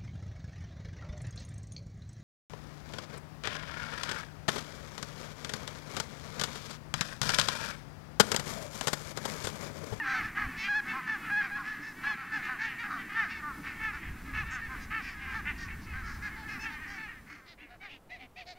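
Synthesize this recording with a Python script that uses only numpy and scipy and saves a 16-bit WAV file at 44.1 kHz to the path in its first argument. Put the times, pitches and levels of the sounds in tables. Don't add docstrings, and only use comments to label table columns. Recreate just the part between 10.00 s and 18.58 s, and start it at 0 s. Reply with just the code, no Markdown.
import sys
import numpy as np
from scipy import signal
from scipy.fft import rfft, irfft, next_fast_len
from scipy.io import wavfile

SR = 44100
rng = np.random.default_rng(int(sys.argv[2]) if len(sys.argv) > 2 else 0)


def log_audio(samples):
    frames = np.atleast_2d(samples).T
    limited = np.clip(frames, -1, 1)
    pcm = np.round(limited * 32767).astype(np.int16)
    wavfile.write(sys.argv[1], SR, pcm)


N = 378378


def undb(db):
    return 10 ** (np.asarray(db) / 20)


def unit(x):
    return x / np.sqrt(np.mean(x ** 2) + 1e-20)


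def curve(rows, t):
    rows = np.asarray(rows)
    return np.interp(t, rows[:, 0], rows[:, 1])


def add(track, start_s, sound):
    i = int(start_s * SR)
    a, b = max(i, 0), min(i + len(sound), N)
    if b > a:
        track[a:b] += sound[a - i:b - i]


def wander(n, rate_hz):
    at = np.arange(n) * rate_hz / SR
    points = int(at[-1]) + 2
    return np.interp(at, np.arange(points), rng.standard_normal(points))


def resonance(f, hz, q):
    return (1 + 1j * q * (f / hz - hz / f)) ** -2


def passband(f, low_hz, high_hz, order):
    return ((1 + (low_hz / f) ** order) * (1 + (f / high_hz) ** order)) ** -.5


def noise(spectrum):
    f = np.fft.rfftfreq(N, 1 / SR) + 1
    hz, db = np.transpose(spectrum)
    gain = undb(np.interp(np.log(f), np.log(hz), db))
    return unit(irfft(rfft(rng.standard_normal(N)) * gain, N))


# time_s, gain_db
FIELD_FADE = [(0, 2), (6.6, 1.5), (7.0, -0.5), (7.25, -6), (7.45, -9.5), (7.6, -32), (8.58, -56)]


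def big_field(t):
    return undb(curve(FIELD_FADE, t))


# frequency_hz, gain_db
BIG_FIELD_AIR = [(20, 1.5), (60, -11), (120, -1), (200, 3), (280, 1.5), (400, -9), (550, -18.5),
                 (1000, -9.5), (3000, -22.5), (8000, -27), (16000, -28)]
QUIET_FIELD_AIR = [(20, 1.5), (60, -3), (150, -6), (300, -8), (600, -11.5), (1000, -14.5), (2000, -24),
                   (5000, -33.5), (16000, -34.5)]


def country_air(t, big_db=-52, quiet_db=-59):
    big = noise(BIG_FIELD_AIR) * undb(big_db + 1.3 * wander(N, 9.2))
    quiet = noise(QUIET_FIELD_AIR) * undb(quiet_db)
    fade = big_field(t)
    return fade * big + np.sqrt(np.clip(1 - fade, 0, 1)) * quiet


# frequency_hz, gain_db
HISS_TONE = [(30, 3), (300, 8.5), (1000, -5.5), (3000, -20.5), (6000, 5), (16000, 2.5)]


def wide_hiss(t):
    hiss = noise(HISS_TONE) * (big_field(t) * undb(-69.5) + undb(-92))
    return np.array([hiss, -hiss])


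# frequency_hz, gain_db
WIND_TONE = [(15, -8), (35, -2.5), (70, -3), (110, -11.5), (200, -21), (400, -37.5), (900, -63)]
# time_s, level_db
BREEZE = [(0, -62), (1, -67), (2.7, -65), (3.6, -53.5), (4.4, -47.5), (5.2, -48), (5.9, -41), (6.7, -52.5),
          (7.2, -57.5), (7.45, -75), (8.58, -64.5)]
# peak_s, half_width_s, level_db
GUSTS = [(.25, 0.058, -47), (.45, 0.034, -37.5), (.57, 0.036, -50.5), (4.1, 0.035, -42), (4.4, 0.084, -41),
         (4.8, .025, -55)]


def wind(t):
    gusts = sum(undb(db) * np.exp(-((t - peak_s) / width_s) ** 2) for peak_s, width_s, db in GUSTS)
    return noise(WIND_TONE) * (undb(curve(BREEZE, t)) + gusts)


def treeline(x, fade_s=1.0, rise_s=0.0053, echo_db=-27):
    t = np.arange(SR) / SR
    scatter = rng.standard_normal(SR) * undb(-60 * t / fade_s) * (1 - np.exp(-t / rise_s))
    dull = signal.sosfilt(signal.butter(2, 3000, fs=SR, output="sos"), scatter)
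    return undb(echo_db) * signal.fftconvolve(x, unit(dull) / np.sqrt(SR))[:N]


def soft_ground(x, dip_hz=550, width_hz=100, dip_db=-6):
    f = np.fft.rfftfreq(N, 1 / SR)
    return irfft(rfft(x) * undb(dip_db * np.exp(-((f - dip_hz) / width_hz) ** 2)), N)


def over_grass(x, scatter_db=-4, decay_s=0.0043, size=600):
    echoes = rng.standard_normal(size) * np.exp(-np.arange(size) / SR / decay_s)
    path = unit(echoes) * undb(scatter_db) / np.sqrt(size)
    path[0] += 1
    return signal.fftconvolve(x, path)[:len(x)]


def buzz(phase, harmonics):
    half = np.pi * (phase % 1) + 1e-9
    return unit(np.sin((2 * harmonics + 1) * half) / np.sin(half) - 1)


def voice_box(hz, repeat, slip, rough, jitter=0.043, flutter=0.62):
    n, slip = len(hz), np.clip(slip, 0, 1)
    phase = np.cumsum(hz * (1 + (0.0036 + jitter * rough) * wander(n, 500))) / SR
    claps = (1 - slip) * buzz(phase, 12) + slip * buzz(phase / repeat, 12 * repeat)
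    rasp = rng.standard_normal(n) * (1 + np.cos(2 * np.pi * phase / repeat))
    return unit(claps) * (1 + flutter * rough * wander(n, 271.3)) + rough * rasp, phase


def throat_and_bill(source, phase, push, base_db, throat_hz, throat_db, bill_hz, bill_db,
                    throat_q, pipe_db=-4, bill_q=1.55):
    n = len(source)
    size = next_fast_len(n + 256)
    f, spectrum = np.fft.rfftfreq(size, 1 / SR) + 1, rfft(source, size)
    ring = resonance(f, throat_hz, throat_q) * passband(f, 0.28 * throat_hz, 1.696 * throat_hz, order=10)
    pipe = irfft(spectrum * ring * np.abs(resonance(f, hz=1130, q=5)), size)[:n]
    shutting = 1 + 5 * np.linspace(0, 1, n) ** 6
    throat = irfft(spectrum * ring, size)[:n] + undb(pipe_db) * pipe * shutting
    quarter_turn = 1j * np.exp(1j * np.angle(ring))
    edge = np.abs(resonance(f, bill_hz, bill_q)) * passband(f, 1900, 6870, order=10)
    bill = irfft(spectrum * quarter_turn * edge, size)[:n] * push ** 0.16
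    base = np.sin(2 * np.pi * phase)
    return undb(base_db) * unit(base) + undb(throat_db) * unit(throat) + undb(bill_db) * unit(bill)


def honk(length_s, top_hz, top_at, arch, repeat, slip, rough, *tone, attack=.9, swell=1.05,
         wobble=.008, collapse=.05, settling=.6, throat_q=2.05, pipe_db=-4, bill_q=1.6):
    progress = np.linspace(0, 1, int(length_s * SR))
    push = np.abs(np.sin(np.pi * progress ** attack))
    bend = 1 - arch * (progress - top_at) ** 2
    pitch = top_hz * (bend + wobble * wander(len(progress), 70.5) - collapse * progress ** 10)
    slipping = slip * (1 + .5 * (.8 - push))
    hoarse = rough * (1.05 + settling * np.cos(np.pi * progress))
    source, phase = voice_box(pitch, repeat, slipping, hoarse)
    call = throat_and_bill(over_grass(source), phase, push, *tone, throat_q, pipe_db, bill_q)
    return 1.29 * push ** swell * call


# time_s, gain_db
EXCITEMENT = [(0, 6.5), (.5, 2), (2.3, 2), (3, 4), (4, -1.5), (5, 1.5), (6, -1), (6.8, 2), (7.5, -1)]


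def far_geese(t, count=300, level_db=-57.5, spread_db=11, pitch_hz=850, throat_hz=1780, bill_hz=4100):
    out = np.zeros(N)
    top_at, slip, rough = 0.3422, 1.0, 0.12
    for k, (late, long, high, bright, loud, deep) in enumerate(rng.uniform(-1.1, 1, (count, 6))):
        db = level_db + spread_db * loud
        shape = .1 + 0.028 * long, pitch_hz * (1 + .11 * high), top_at, 0.477 + 0.19 * deep
        tone = db - 20, throat_hz * (1 + 0.14 * bright), db, bill_hz, db - 23
        start_s = (k + 2 * late) / count * N / SR - .05
        add(out, start_s, honk(*shape, 2 + k % 2, slip, rough, *tone))
    return big_field(t) * undb(curve(EXCITEMENT, t)) * soft_ground(out)


# middle_s, pitch_hz, level_db
GRUNTS = [(0.029, 301, -48), (0.481, 268.4, -44.5), (0.921, 255.6, -45.5), (1.822, 287, -48.5),
          (2.35, 287, -47.5), (2.95, 275, -46.5), (3.599, 301, -45), (3.659, 279, -49), (4.028, 324, -51.5),
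          (4.302, 270.5, -46.5), (6.579, 251, -47), (6.701, 290, -53), (7.337, 295, -53), (7.64, 296, -56),
          (7.94, 286, -57), (8.241, 263, -54)]


def grunting_geese(length_s=.09, fall=0.16, overtone_db=-22):
    out = np.zeros(N)
    from_middle = np.linspace(-.5, .5, int(length_s * SR))
    for middle_s, hz, db in GRUNTS:
        pitch = hz * (1 - fall * from_middle + 0.013 * wander(len(from_middle), 42))
        angle = 2 * np.pi * np.cumsum(pitch) / SR
        note = np.sin(angle) + undb(overtone_db) * np.sin(2 * angle)
        add(out, middle_s - length_s / 2, undb(db) * np.cos(np.pi * from_middle) ** 2 * note)
    return out


# start_s, length_s, pitch_hz, repeat_cycles, base_db, throat_hz, throat_db, bill_db
CREAKS = [(7.454, 0.1, 697, 2, -72, 1940, -57, -59.5), (7.57, 0.13, 744, 3, -76, 1900, -55, -86),
          (7.684, .091, 737, 3, -58.5, 1840, -56.5, -71.5), (7.807, 0.097, 806, 2, -59, 2060, -50.5, -66),
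          (7.879, .11, 830, 3, -69, 2320, -53.5, -66), (8.087, 0.11, 738, 3, -56.5, 2070, -58.5, -64.5),
          (8.181, 0.095, 774, 3, -59, 2270, -53.5, -67.5), (8.355, 0.097, 742, 3, -53.5, 2320, -56, -60.5),
          (8.453, .098, 741, 2, -52.5, 2140, -55.5, -54.5), (8.543, .072, 757, 1, -61, 2020, -63, -71)]


def creaking_geese(top_at=.42, arch=0.519, slip=1, rough=0.45, bill_hz=3930):
    out = np.zeros(N)
    for start_s, length_s, hz, repeat, base_db, throat_hz, throat_db, bill_db in CREAKS:
        tone = base_db, throat_hz, throat_db, bill_hz, bill_db
        add(out, start_s, honk(length_s, hz, top_at, arch, repeat, slip, rough, *tone,
                               swell=1.04, wobble=0.014, throat_q=1.93, pipe_db=-5, bill_q=2.3))
    return out


# start_s, length_s, pitch_hz, top_at (0-1 along the call), throat_hz, throat_db
CLEAR_NOTES = [(7.58, 0.081, 695, 0.6, 2570, -57.5), (7.799, 0.092, 764, 0.27, 2110, -51),
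               (7.886, .078, 719, 0.68, 2730, -55), (8.093, .086, 670, .48, 2150, -49),
               (8.359, 0.073, 674, .44, 2290, -48)]


def bugling_geese(arch=.64, repeat=1, slip=0, rough=0.2, bill_hz=3630):
    out = np.zeros(N)
    for start_s, length_s, hz, top_at, throat_hz, db in CLEAR_NOTES:
        tone = db - 19, throat_hz, db, bill_hz, db - 15
        add(out, start_s, honk(length_s, hz, top_at, arch, repeat, slip, rough, *tone,
                               swell=.8, throat_q=4.0, pipe_db=-18))
    return out


# start_s, length_s, pitch_hz, repeat_cycles, base_db, throat_db, bill_hz, bill_db
SHRIEKS = [(4.502, 0.079, 930, 1, -73, -45, 6660, -55.5), (4.8, 0.065, 820, 2, -75, -53, 5230, -59),
           (5.007, 0.15, 807, 2, -68, -46.5, 5050, -58), (5.571, 0.11, 938, 2, -82, -48, 5200, -56),
           (5.808, 0.063, 920, 2, -69, -71, 4930, -62.5), (6.027, 0.18, 929, 2, -66, -56.5, 5000, -60),
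           (6.359, 0.099, 898, 2, -53, -51, 4070, -62), (6.478, .11, 857, 2, -60, -42, 4970, -57.5),
           (6.587, 0.093, 886, 1, -58, -43, 5500, -54.5), (6.623, 0.1, 908, 2, -53, -40, 4450, -64),
           (6.699, 0.065, 918, 2, -53.5, -56, 4260, -61), (6.862, 0.14, 805, 2, -58.5, -47, 5230, -60),
           (6.967, .13, 888, 2, -55.5, -44, 4270, -64)]


def shrieking_geese(top_at=0.333, arch=0.326, slip=0.74, rough=0.3, throat_hz=1870):
    out = np.zeros(N)
    for start_s, length_s, hz, repeat, base_db, throat_db, bill_hz, bill_db in SHRIEKS:
        tone = base_db, throat_hz, throat_db, bill_hz, bill_db
        add(out, start_s, honk(length_s, hz, top_at, arch, repeat, slip, rough, *tone,
                               attack=0.82, swell=0.8, bill_q=2.06))
    return out


# start_s, length_s, pitch_hz, catch_depth (0-1), level_db, bill_vs_throat_db
YELPS = [(0.664, 0.15, 870, .065, -26, -21), (1.29, 0.14, 861, 0.05, -26, -26.5),
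         (1.493, 0.103, 852, 0.05, -34, -24), (2.025, .13, 861, 0, -32.5, -17.5)]


def yelping_goose(top_at=.54, arch=0.43, sag_db=9, crack_s=0.0096):
    out = np.zeros(N)
    for start_s, length_s, hz, depth, db, bill_db in YELPS:
        t = np.arange(start_s, start_s + length_s, 1 / SR)
        progress = (t - start_s) / length_s
        catch = depth * np.exp(-((progress - .46) / 0.138) ** 2)
        pitch = hz * (1 - arch * (progress - top_at) ** 2 - catch)
        push_db = db - sag_db * (2 * (progress - top_at)) ** 2 - 65 * catch
        push = undb(push_db) * signal.windows.tukey(len(t), .22)
        crack = np.exp(-((t - t[0]) / (2 * crack_s)) ** 4) + np.exp((t - t[-1]) / crack_s)
        source, phase = voice_box(pitch, repeat=3, slip=crack, rough=0.027 + crack)
        call = throat_and_bill(source, phase, push, base_db=-15.5, throat_hz=1650, throat_db=0,
                               bill_hz=3600, bill_db=bill_db, throat_q=2.6)
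        add(out, start_s, push * call)
    return out


# start_s, length_s, pitch_hz, repeat_cycles, roughness (0-1), throat_hz, throat_db, bill_db
HONKS = [(-.042, 0.083, 918, 1, 0.08, 1520, -32.5, -73), (0.034, .19, 804, 3, 0.41, 1530, -33.5, -52.5),
         (.124, 0.11, 897, 2, 0.14, 1690, -33.5, -54), (.212, 0.098, 857, 2, 0.49, 1660, -39, -58.5),
         (0.351, .13, 849, 2, 0.61, 1610, -33.5, -59.5), (0.563, .125, 887, 2, 0.16, 2180, -39.5, -50),
         (0.621, 0.08, 800, 2, 0.1, 2060, -37, -55), (0.868, 0.086, 903, 2, 0.16, 2020, -38, -59.5),
         (0.923, .092, 814, 3, 0.17, 1430, -34.5, -64), (1.06, .12, 890, 2, 0.31, 1680, -33, -57),
         (1.209, 0.13, 897, 2, 0.5, 1520, -42, -83), (1.399, 0.094, 809, 3, 0.4, 1690, -37.5, -60),
         (1.557, .075, 745, 2, 0.42, 1180, -40, -67), (1.63, 0.14, 874, 2, 0.54, 1740, -40.5, -60),
         (1.793, 0.16, 889, 2, 0.41, 1760, -44.5, -61), (2.027, .11, 850, 3, 0.42, 1380, -37.5, -69),
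         (2.314, 0.098, 881, 2, 0.3, 1680, -34.5, -56), (2.421, 0.077, 869, 2, 0.66, 1740, -44.5, -59.5),
         (2.458, 0.12, 770, 3, 0.36, 1520, -37, -64), (2.585, 0.12, 894, 2, 0.53, 1810, -34, -54.5),
         (2.778, 0.071, 944, 2, 0.25, 1930, -40, -59), (2.823, 0.075, 848, 2, 0.57, 1710, -38, -65),
         (2.874, .13, 767, 3, 0.65, 1460, -37, -61.5), (3.082, 0.15, 836, 2, 0.34, 1740, -39.5, -66),
         (3.143, 0.13, 907, 2, 0.21, 1810, -31, -58), (3.212, 0.088, 802, 3, 0.6, 1630, -43, -64),
         (3.277, 0.14, 903, 2, 0.49, 2000, -42, -58), (3.42, .115, 897, 3, 0, 1320, -37, -74),
         (3.626, .12, 786, 3, 0.64, 1920, -43.5, -63), (3.791, 0.14, 893, 2, 0.23, 1840, -35, -62),
         (3.918, 0.079, 873, 3, 0.38, 1620, -41.5, -64), (4.017, 0.11, 837, 2, 0.9, 1920, -45, -80),
         (4.331, 0.12, 900, 2, 0.41, 1820, -34.5, -57.5), (4.505, 0.11, 776, 3, 0.2, 1760, -39, -64),
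         (4.682, 0.09, 790, 3, 0.14, 1420, -42, -87), (4.899, 0.13, 895, 2, 0.38, 1740, -34.5, -61),
         (5.249, .12, 799, 3, .4, 1490, -42.5, -71), (5.321, 0.097, 880, 2, 0.3, 1550, -37, -58.5),
         (5.448, .084, 899, 3, 0.27, 1810, -35, -70), (5.669, 0.097, 898, 2, 0.75, 2020, -45.5, -72),
         (5.924, 0.12, 795, 3, 0.3, 1650, -42, -67), (6.214, .098, 848, 2, 0.22, 1720, -40, -58),
         (7.071, 0.08, 924, 2, 0.37, 1790, -47.5, -81), (7.26, 0.17, 737, 3, 0.78, 1750, -51.5, -67)]


def near_geese(top_at=.39, arch=0.478, slip=.78, strong_db=-33):
    out = np.zeros(N)
    for row, (late, deep) in zip(HONKS, rng.uniform(-1.006, 1, (len(HONKS), 2))):
        start_s, length_s, hz, repeat, rough, throat_hz, throat_db, bill_db = row
        shape = length_s, hz, top_at + 0.118 * late, arch + 0.158 * deep
        weaker_db = max(strong_db - throat_db, 0)
        base_db = throat_db - 15.5 - 0.8 * weaker_db
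        bill_hz = 3980 + 42 * weaker_db
        tone = base_db, throat_hz, throat_db, bill_hz, bill_db
        add(out, start_s, honk(*shape, repeat, slip, rough, *tone, attack=0.86, swell=1.08,
                               wobble=0.0102, collapse=0.057, settling=0.79, pipe_db=-2.5, bill_q=1.35))
    return out


def scene():
    t = np.arange(N) / SR
    near = soft_ground(near_geese() + shrieking_geese() + yelping_goose())
    near += creaking_geese() + bugling_geese() + grunting_geese()
    far = far_geese(t)
    echo = big_field(t) * treeline(near + undb(14) * far)
    return near + far + echo + wind(t) + country_air(t) + wide_hiss(t)


def record(dry, top_hz=15700):
    return signal.sosfilt(signal.ellip(10, .2, 70, top_hz, fs=SR, output="sos"), dry)


dry = scene()
out = record(dry)
log_audio(out)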